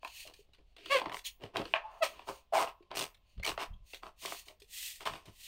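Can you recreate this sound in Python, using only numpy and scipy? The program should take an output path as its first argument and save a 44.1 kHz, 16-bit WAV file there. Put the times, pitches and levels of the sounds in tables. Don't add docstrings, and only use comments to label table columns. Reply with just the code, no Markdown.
import sys
import numpy as np
from scipy import signal
from scipy.fft import rfft, irfft, next_fast_len
from scipy.io import wavfile
from scipy.ndimage import uniform_filter1d

SR = 44100
rng = np.random.default_rng(int(sys.argv[2]) if len(sys.argv) > 2 else 0)


def to_wav(s):
    ch = np.atleast_2d(s).T
    pcm = np.round(np.clip(ch, -1, 1) * 32767)
    wavfile.write(sys.argv[1], SR, pcm.astype(np.int16))


N = 241579
EDGE_HZ = 15800
LIGHT_LOW_HZ = 286
# (frequency [Hz], level [dB])
PAPER_COLOUR = [(200, -38), (700, -41), (1100, -24), (1500, -16.5), (1850, -2), (2800, -1.5), (3700, 4.5),
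                (5200, -2.5), (6800, 7.5), (7600, -8), (8800, 3.5), (10300, -8), (13500, -4.5), (15500, 0)]


def amp(db):
    return 10 ** (np.asarray(db) / 20)


def unit(x):
    return x / np.sqrt(np.mean(x ** 2) + 1e-20)


def read(points, hz):
    f, value = np.transpose(points)
    return np.interp(np.log(hz + 1), np.log(f + 1), value)


def add(mix, start, sound):
    part = mix[max(round(start * SR), 0):][:len(sound)]
    part += sound[:len(part)]


def noise(colour, size):
    gain = amp(read(colour, np.fft.rfftfreq(size, 1 / SR)))
    return unit(irfft(rfft(rng.standard_normal(size)) * gain, size))


def wander(hz, size):
    span = next_fast_len(size + 4096)
    f = np.fft.rfftfreq(span, 1 / SR)
    return unit(irfft(rfft(rng.standard_normal(span)) / (1 + (f / hz) ** 4), span))[:size]


def push(t, rise, hold, release, easing=.8, swell_db=34.5, fade_db=36):
    swell = np.maximum(1 - t / rise, 0) ** 2
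    fade = (np.maximum(t - rise - hold, 0) / release) ** easing
    return -swell_db * swell - fade_db * fade


def body_rings(low_hz=0, tone=((0, 0),), size=4096):
    # (low edge [Hz], high edge [Hz])
    bands = [(100, 550), (550, 1400), (1400, 5000), (5000, 15500)]
    # (frequency [Hz], level [dB])
    body = [(110, -2.5), (230, -8), (400, 4), (520, -5.5), (660, 3.5), (840, 0), (1040, 5.5), (1380, -6.5),
            (1900, 1), (2800, 7.5), (4000, -4.5), (7500, -14), (8800, -9), (10300, -21.5), (13500, -17)]
    hz = np.abs(np.fft.fftfreq(size, 1 / SR)) + 1
    colour = amp(read(body, hz) + read(tone, hz))
    rings = []
    for lo, hi in bands:
        gain = colour / np.sqrt((1 + (max(lo, low_hz) / hz) ** 12) * (1 + (hz / hi) ** 16))
        log_spectrum = np.conj(signal.hilbert(np.log(gain + gain.max() * 1e-4)))
        response = np.fft.ifft(np.exp(log_spectrum)).real[:size // 2]
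        rings.append(response / np.linalg.norm(response))
    return rings


def room_tone(db=-67):
    # (frequency [Hz], level [dB])
    colour = [(20, 3), (33, 5), (48, 5.5), (63, 0.5), (90, -8.5), (160, -17), (300, -24.5), (650, -21.5),
              (1500, -35), (3200, -27), (6000, -41), (15000, -53.5)]
    return amp(db) * noise(colour, N)


def room(x, wet_db, build_s=0.0093, size=20000):
    # (frequency [Hz], t60 [s])
    decay = [(150, 0.033), (550, 0.25), (1400, 0.26), (3700, 0.16), (9700, 0.19), (15000, 0.34)]
    # (delay [s], gain [linear])
    echoes = [(.0031, 0.036), (.0083, -0.17), (0.018, 0.025), (0.0244, -0.27), (0.028, 0.043)]
    hz, t, spectra = signal.stft(rng.standard_normal(size), SR, nperseg=256)
    tail = signal.istft(spectra * amp(-60 * t / read(decay, hz)[:, None]), SR, nperseg=256)[1]
    tail *= 1 - np.exp(-(np.arange(len(tail)) / SR / build_s) ** 2)
    response = amp(wet_db) * tail / np.linalg.norm(tail)
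    response[0] += 1
    for delay, gain in echoes:
        add(response, delay, gain * np.array([.2, .6, .2]))
    return signal.fftconvolve(x, response)[:N]


def sheet_ring(x, spread=0.055, size=20000):
    # (centre [Hz], level [dB], t60 [s])
    clusters = [(664, -16, 0.27), (1060, -18, 0.6), (2660, -19, .4)]
    t, hz = np.arange(size) / SR, np.fft.rfftfreq(size, 1 / SR)
    response = 0
    for centre, db, t60 in clusters:
        tail = rng.standard_normal(size) * amp(-60 * t / t60)
        peak = 1 / (1 + 1j * (hz - centre) / (spread * centre)) ** 2
        response += amp(db) * irfft(rfft(tail / np.linalg.norm(tail)) * peak, size)
    return x + signal.fftconvolve(x, response)[:N]


def table_bumps(unsteady_rad=0.92):
    # (time [s], level [dB], length [s], lift of the upper modes [dB])
    bumps = [(1.045, -68, 0.04, 12), (1.575, -61, 0.12, 5), (3.353, -45.5, 0.079, 0.5),
             (3.43, -59, 0.19, 5), (3.652, -48, 0.14, -7), (3.779, -57.5, 0.097, -11.5),
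             (5.05, -59, 0.14, 16), (5.257, -58, 0.066, 21)]
    # (frequency [Hz], level [dB])
    modes = [(31, 5), (62, -15), (107, -9.5), (148, -12.5), (190, -14.5)]
    for start, db, length, hardness_db in bumps:
        t = np.arange(int(length * SR)) / SR
        sway = 0
        for k, (hz, mode_db) in enumerate(modes):
            phase = 2 * np.pi * (hz * t + rng.random()) + unsteady_rad * wander(60, len(t))
            sway += amp(mode_db + hardness_db * (k > 0)) * np.sin(phase)
        yield start, amp(db) * unit(sway * np.hanning(len(t)))


def paper_slides(flicker_db=1.32, catches_per_s=900, grain=0.39):
    # (time [s], rise [s], hold [s], release [s], level [dB], relative ring [dB], width [0-1])
    slides = [(0.0, 0.079, 0.053, .1, -62.5, 3, 0), (0.081, 0.11, 0.013, 0.16, -52, -2.5, 0.5),
              (0.319, 0.048, 0.031, .08, -69.5, 0, 0.4), (0.651, .03, 0.041, .06, -90, 7, 0),
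              (0.801, 0.1, .03, 0.21, -61.5, 8, 0), (1.238, 0.023, 0.011, 0.045, -42.5, -7.5, 0.06),
              (1.863, 0.075, 0.071, 0.096, -75.5, -1, 0.13), (2.048, .03, .03, 0.13, -63, -3, 0),
              (2.218, 0.074, 0.071, 0.095, -62, -3.5, 0.1), (3.213, .1, 0.031, 0.083, -80, 3.5, 0),
              (3.829, 0.084, 0.048, 0.076, -60.5, -8, .3), (4.16, 0.077, 0.16, 0.074, -51, -9.5, 0.63),
              (4.436, 0.032, 0.015, 0.087, -61.5, -6, 0.37), (4.604, 0.018, .02, 0.084, -70.5, -13, .9),
              (4.67, 0.12, 0.089, 0.18, -43, -21, 0.9), (5.28, 0.22, 0.019, 0.093, -51, -12, .9)]
    # (frequency [Hz], level [dB])
    wide_colour = [(240, -80), (400, -50), (425, -30), (496, -54), (694, -35.5), (1660, -20), (1910, -4),
                   (2220, -10), (2630, -1.5), (3740, -3), (5650, -7.5), (8930, -5), (10100, -12.5),
                   (14400, -7.5), (15500, -12.5)]
    # (frequency [Hz], level [dB])
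    curl_colour = [(300, -28), (650, -19.5), (1000, -15.5), (1400, -27.5), (2100, -10), (2600, 4.5),
                   (3100, 0.5), (3600, -14), (4400, 3), (5500, -25), (15000, -41.5)]
    t, hz = np.arange(SR) / SR, np.fft.rfftfreq(SR, 1 / SR)
    for start, rise, hold, release, db, hollow_db, width in slides:
        catches = (rng.random(SR) < catches_per_s / SR) * rng.standard_normal(SR)
        friction = rng.standard_normal(SR) + grain * unit(catches)
        colour = amp((1 - width) * read(PAPER_COLOUR, hz) + width * read(wide_colour, hz))
        hiss = unit(irfft(rfft(friction) * colour, SR))
        speed_db = push(t, rise, hold, release, easing=1.34) + flicker_db * wander(50, SR)
        hollow = noise(curl_colour, SR) * amp(.8 * speed_db)
        yield start, amp(db) * (hiss * amp(speed_db) + hollow * amp(hollow_db))


def sheet_buckles(t60=.12, rise_s=0.0012, upper_ratio=1.12, upper_db=-8):
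    # (time [s], pitch [Hz], level [dB])
    buckles = [(.252, 618, -50), (.292, 490, -58), (.391, 412, -53.5), (.585, 410, -66), (1.437, 480, -47),
               (2.295, 537.3, -39), (2.806, 357, -52), (4.066, 624, -51), (4.251, 647, -48),
               (4.5, 626, -52.5), (4.618, 410, -54)]
    t = np.arange(12000) / SR
    for start, hz, db in buckles:
        phase = 2 * np.pi * hz * t
        modes = np.sin(phase) + amp(upper_db) * np.sin(upper_ratio * phase)
        yield start, modes * amp(db - 60 * t / t60) * (1 - np.exp(-t / rise_s))


def blow(hit, rings, colour_db, attack_s, settle_s, settle, firm_db=-42, softening=0.069, size=3000):
    time, db, tilt_db = hit
    levels_db = db + np.array(colour_db) + tilt_db * (np.arange(4) - np.argmax(colour_db))
    rise_s = attack_s * (1 + 2 * softening * np.clip(firm_db - max(levels_db), 0, 20))
    t = np.arange(size) / SR
    spike = t / rise_s * np.exp(1 - t / rise_s)
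    tail = settle * np.exp(-t / settle_s) * (1 - np.exp(-t / rise_s))
    burst = (spike + tail) * rng.standard_normal(size)
    burst += .65 * np.roll(burst, rng.integers(18, 70))
    out = 0
    for response, band_db in zip(rings, levels_db + (0, .5, .5, 0)):
        band = signal.fftconvolve(burst, response)[:size]
        out += amp(band_db) * band / np.sqrt(np.sum(band ** 2) / (.007 * SR))
    return time - rise_s, out


def finger_thuds():
    # (time [s], level [dB], treble tilt [dB per band])
    thuds = [(0.4892, -69, -3), (0.5851, -66, 2.5), (1.0669, -44, -1.5), (1.4371, -43, 1.5),
             (1.5814, -41.5, -1), (1.598, -35, -4), (2.2969, -43, -5), (5.2818, -55, 1)]
    rings = body_rings()
    for hit in thuds:
        yield blow(hit, rings, (-1, -9, -9.5, -27.5), attack_s=.001, settle_s=0.011, settle=0.21)


def crease_snaps():
    # (time [s], level [dB], treble tilt [dB per band])
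    creases = [(0.077, -52.5, 5), (0.2747, -52, 7.5), (0.3393, -58, 10), (0.5357, -62.5, 1),
               (0.5487, -64.5, 1), (0.7662, -55.5, -1), (0.7833, -57.5, -2.5), (0.86, -44.5, -2),
               (1.191, -52.5, 10.5), (1.569, -35, -1), (1.6546, -46.5, -6.5), (2.0634, -41.5, 1),
               (2.8274, -69, -5), (2.974, -41, 10), (2.9925, -41.5, 15.5), (3.0151, -38.5, -1.5),
               (3.1468, -62, 4), (3.379, -66, -6.5), (3.398, -57.5, -6.5), (3.464, -37.5, 7.5),
               (3.4771, -34, -3.5), (3.49, -39.5, 1), (3.9345, -48, -3), (3.9456, -46.5, 5.5),
               (4.258, -38.5, 7.5), (4.4838, -50.5, 3), (4.602, -68.5, 18), (4.621, -58, 8),
               (5.0554, -44.5, 5), (5.2575, -59.5, 8.5)]
    # (frequency [Hz], level [dB])
    fold_tone = [(1000, -3), (2800, -1), (4100, 7), (5200, 0), (8000, -0.5)]
    rings = body_rings(LIGHT_LOW_HZ, fold_tone)
    for hit in creases:
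        yield blow(hit, rings, (-11.5, -12.5, -0.5, -12), attack_s=0.00084, settle_s=0.013, settle=0.42)


def squeak(path, jitter=0.041, flutter=0.73, dulling=0.3):
    # (frequency [Hz], level [dB])
    colour = [(520, 0), (680, 0), (1100, -1), (1650, -10), (2250, -3), (2750, -7), (3300, -11), (3800, -16),
              (4350, -13), (5200, -27), (9000, -31), (15000, -41)]
    times, *columns = np.transpose(path)
    t = np.arange(times[0], times[-1], 1 / SR)
    hz, db, overtones_db, rough = (np.interp(t, times, column) for column in columns)
    grip_hz = 0.2 * hz.mean()
    phase = 2 * np.pi * np.cumsum(hz * (1 + jitter * rough * wander(400, len(t)))) / SR
    tone, power = 0, 0
    for k in range(1, 24):
        upper_db = overtones_db * (k > 1) + dulling * np.minimum(overtones_db, 0) * max(k - 4, 0) ** .5
        gain = amp(read(colour, k * hz) + upper_db) * (k * hz < EDGE_HZ)
        grip = wander(grip_hz, len(t)) + 1j * wander(grip_hz, len(t))
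        shake = 1 - rough ** 2 + flutter * rough * grip
        tone += gain * (shake * np.exp(1j * (k * phase + rng.uniform(-0.27, 1)))).real
        power += gain ** 2 * np.mean(np.abs(shake) ** 2) / 2
    return times[0], amp(db) * tone / np.sqrt(power) * signal.windows.tukey(len(t), .06)


def film_chirps(ends_db=-18, rasp_db=-3):
    # (time [s], length [s], pitch [Hz], glide [octaves], level [dB], overtones [dB], roughness [0-1])
    chirps = [(1.243, 0.02, 4100, -0.064, -45.5, -10, 0.6), (1.254, .026, 3160, -.2, -39.5, 4, .7),
              (1.833, .046, 867.5, 0, -41, -26, .15), (3.428, .014, 2164, 0.11, -36, -4.5, 0.52),
              (3.445, 0.0086, 3040, 0, -34, 0.5, .45), (3.447, 0.012, 2330, -0.091, -34, 5, .4),
              (3.731, 0.018, 3240, 0.059, -63, -7.5, 0.36), (3.931, .012, 2676, 0.14, -43, -16, 0.3)]
    u = np.linspace(-1, 1, 9)
    for start, length, hz, glide, db, overtones_db, rough in chirps:
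        arch = zip(start + length * (u + 1) / 2, hz * 2 ** (glide * u / 2), db + ends_db * u ** 2)
        _, tone = squeak([(*point, overtones_db, rough) for point in arch])
        rasp = rough * noise(PAPER_COLOUR, len(tone)) * np.hanning(len(tone))
        yield start, tone + amp(db + overtones_db + rasp_db) * rasp


def blade_taps(vary_db=3, contact_s=.0004):
    # (time [s], level [dB], treble tilt [dB per band])
    taps = [(.031, -46, -1), (.048, -39.5, 4.5), (.9883, -41, 0), (0.998, -41.5, 6), (1.0168, -35, -4.5),
            (1.0582, -32.5, -6), (1.0966, -44, 2.5), (1.1189, -43, 1.5), (1.125, -43.5, 3.5),
            (1.1438, -40, 5.5), (1.1693, -50.5, 10.5), (1.559, -33.5, -3), (1.6169, -43.5, 3.5),
            (2.1937, -48, 0.5), (2.2879, -38.5, -3), (2.6745, -41, -0.5), (2.9146, -41.5, -1),
            (3.5168, -40, -2), (3.5772, -34, -2), (4.033, -42.5, -2), (4.0665, -46, -2),
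            (4.251, -40.5, -10.5), (4.2792, -47.5, -2), (4.3223, -37, -2.5), (5.0076, -52.5, 7.5),
            (5.0729, -34.5, 2.5), (5.1363, -43.5, 3.5), (5.1545, -45.5, -0.5)]
    # (frequency [Hz], level against the tap [dB], t60 [s])
    modes = [(643, -13, .035), (1026, -1.5, 0.032), (1560, -10.5, .025)]
    rings = body_rings(LIGHT_LOW_HZ)
    for hit in taps:
        start, click = blow(hit, rings, (-15, -2, -7.5, -27.5), attack_s=.0007, settle_s=0.014,
                            settle=.17, firm_db=-48, softening=0.045)
        t = np.arange(len(click)) / SR
        ring = 0
        for k, (hz, db, t60) in enumerate(modes):
            struck_db = hit[1] + db + vary_db * rng.uniform(-1.1, 1)
            ring += (-1) ** k * amp(struck_db - 60 * t / t60) * np.sin(2 * np.pi * hz * t)
        yield start, click + ring * (1 - np.exp(-t / contact_s))


def blade_knock(contact_s=0.00036, skid_db=-40, skid_s=0.028, size=8000):
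    # (time [s], level [dB])
    landing = (1.7378, -16.5)
    # (frequency [Hz], level [dB], t60 [s])
    modes = [(642, -9, 0.052), (875, -7, 0.023), (1087, -12.5, 0.13), (1580, -2.5, 0.014),
             (1670, -1, 0.0093), (2456, 2, 0.015), (2920, 3.5, 0.0076), (3620, -10.5, 0.0047),
             (4210, -23, 0.024)]
    start, level_db = landing
    t = np.arange(size) / SR
    ring = sum((-1) ** k * amp(db - 60 * t / t60) * np.sin(2 * np.pi * hz * t)
               for k, (hz, db, t60) in enumerate(modes))
    midrange = signal.butter(3, [600, 2700], "bandpass", fs=SR, output="sos")
    rub = unit(signal.sosfilt(midrange, rng.standard_normal(size)))
    skid = amp(skid_db) * rub * 2 * t / skid_s * np.exp(1 - 2 * t / skid_s)
    yield start, amp(level_db) * ring * (1 - np.exp(-(t / contact_s) ** 2)) + skid


def blade_groans():
    # (time [s], pitch [Hz], level [dB], overtones [dB], roughness [0-1])
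    groans = [
        [(.897, 520, -48, -7, 0.34), (.91, 539.4, -30.5, 3, 0.12), (.931, 572.4, -26, 6, 0.13),
         (.942, 555, -31, 16, 0.18), (.952, 545, -26, -6.5, 0.1), (.972, 508, -26.5, -1.5, .25),
         (.981, 476, -41, -1.5, 0.65), (1.002, 473, -48, 11.5, 0.8)],
        [(2.006, 677, -49.5, -23.5, 0), (2.018, 665, -35, -15.5, 0.18), (2.026, 659, -25.5, -3, 0.13),
         (2.033, 635, -25, -4, 0.06), (2.04, 570, -29, -3, 0.35), (2.046, 545, -41.5, 14, 0.76),
         (2.07, 560, -51, -10, 0.4)],
        [(2.523, 665, -38, -34.5, 0.27), (2.533, 698, -30, -24.5, 0.8), (2.556, 790.5, -26.5, -13.5, .7),
         (2.582, 741, -33.5, -8, .85), (2.62, 700, -41, -2, .85), (2.65, 635, -34.5, -11, 0.83)],
    ]
    for path in groans:
        yield squeak(path)


def blade_strokes(uneven=.33, scratch_s=.0013, kick_spread_db=1.0, grit=0.24):
    # (time [s], rise [s], hold [s], release [s], table band [dB], blade band [dB],
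    # film band [dB], fizz band [dB], slip rate [1/s], share of smooth rubbing [0-1])
    strokes = [(0.253, 0.0089, .05, .11, -67, -66.5, -74, -82, 95, 0.4),
               (.575, 0.017, 0.019, 0.048, -70, -82, -83, -95, 100, .7),
               (0.763, 0.033, 0.12, 0.045, -66, -83, -62, -77, 105, 0.76),
               (.89, 0.03, 0.066, .05, -56.5, -48, -40, -51.5, 109, 0.47),
               (1.001, 0.011, 0.14, 0.069, -55.5, -52.5, -64, -78, 110, 0.59),
               (1.109, .035, 0.045, 0.048, -72, -68, -64, -55, 122, 0.5),
               (1.388, 0.046, 0.023, 0.12, -50, -59.5, -60, -72, 104, 0.65),
               (1.53, .033, 0.051, 0.076, -44, -46, -52, -64, 101, 0.67),
               (1.624, 0.019, 0.12, 0.054, -63, -75, -62.5, -69.5, 125, .7),
               (1.743, 0.011, 0.011, 0.067, -65, -38, -48, -76, 210, 0.9),
               (1.777, .03, 0.17, 0.2, -88, -57.5, -71, -90, 160, .85),
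               (2.019, 0.015, 0.018, .06, -64, -40.5, -42.5, -42, 204, 0.53),
               (2.066, .02, 0.14, 0.15, -70, -64.5, -64, -76.5, 220, .8),
               (2.264, .023, .012, 0.12, -51.5, -44.5, -55, -54.5, 130, 0.65),
               (2.52, 0.033, 0.076, 0.073, -50, -32.5, -43.5, -45, 158, 0.46),
               (2.661, 0.016, 0.016, 0.055, -65, -49, -54, -63.5, 152, 0.45),
               (2.901, 0.01, 0.041, 0.044, -55.5, -55.5, -58, -79, 105, 0.52),
               (2.94, 0.024, 0.074, 0.071, -49, -46, -45, -44.5, 91.4, 0.45),
               (3.423, 0.055, 0.023, .07, -51, -43, -45.5, -45.5, 90, 0.5),
               (3.572, 0.036, .027, 0.057, -53.5, -41, -44.5, -53, 168, 0.57),
               (4.017, 0.016, 0.054, 0.063, -63.5, -58.5, -68, -70.5, 135, 0.56),
               (4.209, 0.028, 0.097, 0.096, -60.5, -58.5, -54, -53.5, 88, 1),
               (4.458, 0.017, 0.041, 0.067, -68, -68, -75, -72, 94, .8),
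               (4.998, 0.011, 0.023, 0.055, -61, -55, -55.5, -59.5, 140, 0.59),
               (5.05, 0.015, 0.0085, 0.083, -48.5, -37.5, -40, -48.5, 130, 0.76),
               (5.092, 0.011, 0.062, 0.18, -61.5, -58, -57.5, -63, 153, 0.61),
               (5.247, 0.013, 0.037, 0.1, -69, -67.5, -67, -70, 157, 0.66)]
    band_rise = (1.2, .9, 0.9, 1.11)
    rings = body_rings()
    for start, rise, hold, release, *levels_db, rate, smooth in strokes:
        t = np.arange(0, rise + hold + 1.5 * release, 1 / SR)
        slip_count = np.cumsum(rate * np.exp(uneven * wander(90, SR)[:len(t)])) / SR
        sizes, scrape, rub = rng.standard_normal((3, SR))[:, :len(t)]
        kicks = np.diff(np.floor(slip_count), prepend=0) * amp(kick_spread_db * np.clip(sizes, -2, 2))
        scratch = signal.lfilter([1], [1, -np.exp(-1 / (scratch_s * SR))], kicks) * scrape
        friction = (1 - smooth) * unit(kicks + grit * scratch) + smooth * rub
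        judder = 0
        for response, db, stretch in zip(rings, levels_db, band_rise):
            band = signal.fftconvolve(friction, response)[:len(t)]
            band /= np.sqrt(np.abs(uniform_filter1d(band ** 2, size=800)) + 1e-12)
            judder += band * amp(db + push(t, rise * stretch, hold + rise * (1 - stretch), release))
        yield start, judder * np.clip(np.minimum(t, t[-1] - t) / 0.004, 0, 1)


def track(*sources):
    mix = np.zeros(N)
    for source in sources:
        for start, sound in source:
            add(mix, start, sound)
    return mix


def scene():
    handling = track(blade_strokes(), blade_taps(), crease_snaps(), finger_thuds(), blade_groans(),
                     paper_slides(), sheet_buckles(), film_chirps(), table_bumps())
    mono = room(sheet_ring(handling), wet_db=-13.5)
    mono += room(sheet_ring(track(blade_knock())), wet_db=-8.5)
    mono += room_tone()
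    return np.array([mono, mono])


def record(dry):
    low_pass = signal.firwin(511, EDGE_HZ, window=("kaiser", 9), fs=SR)
    return signal.oaconvolve(dry, low_pass[None], "same")


dry = scene()
out = record(dry)
to_wav(out)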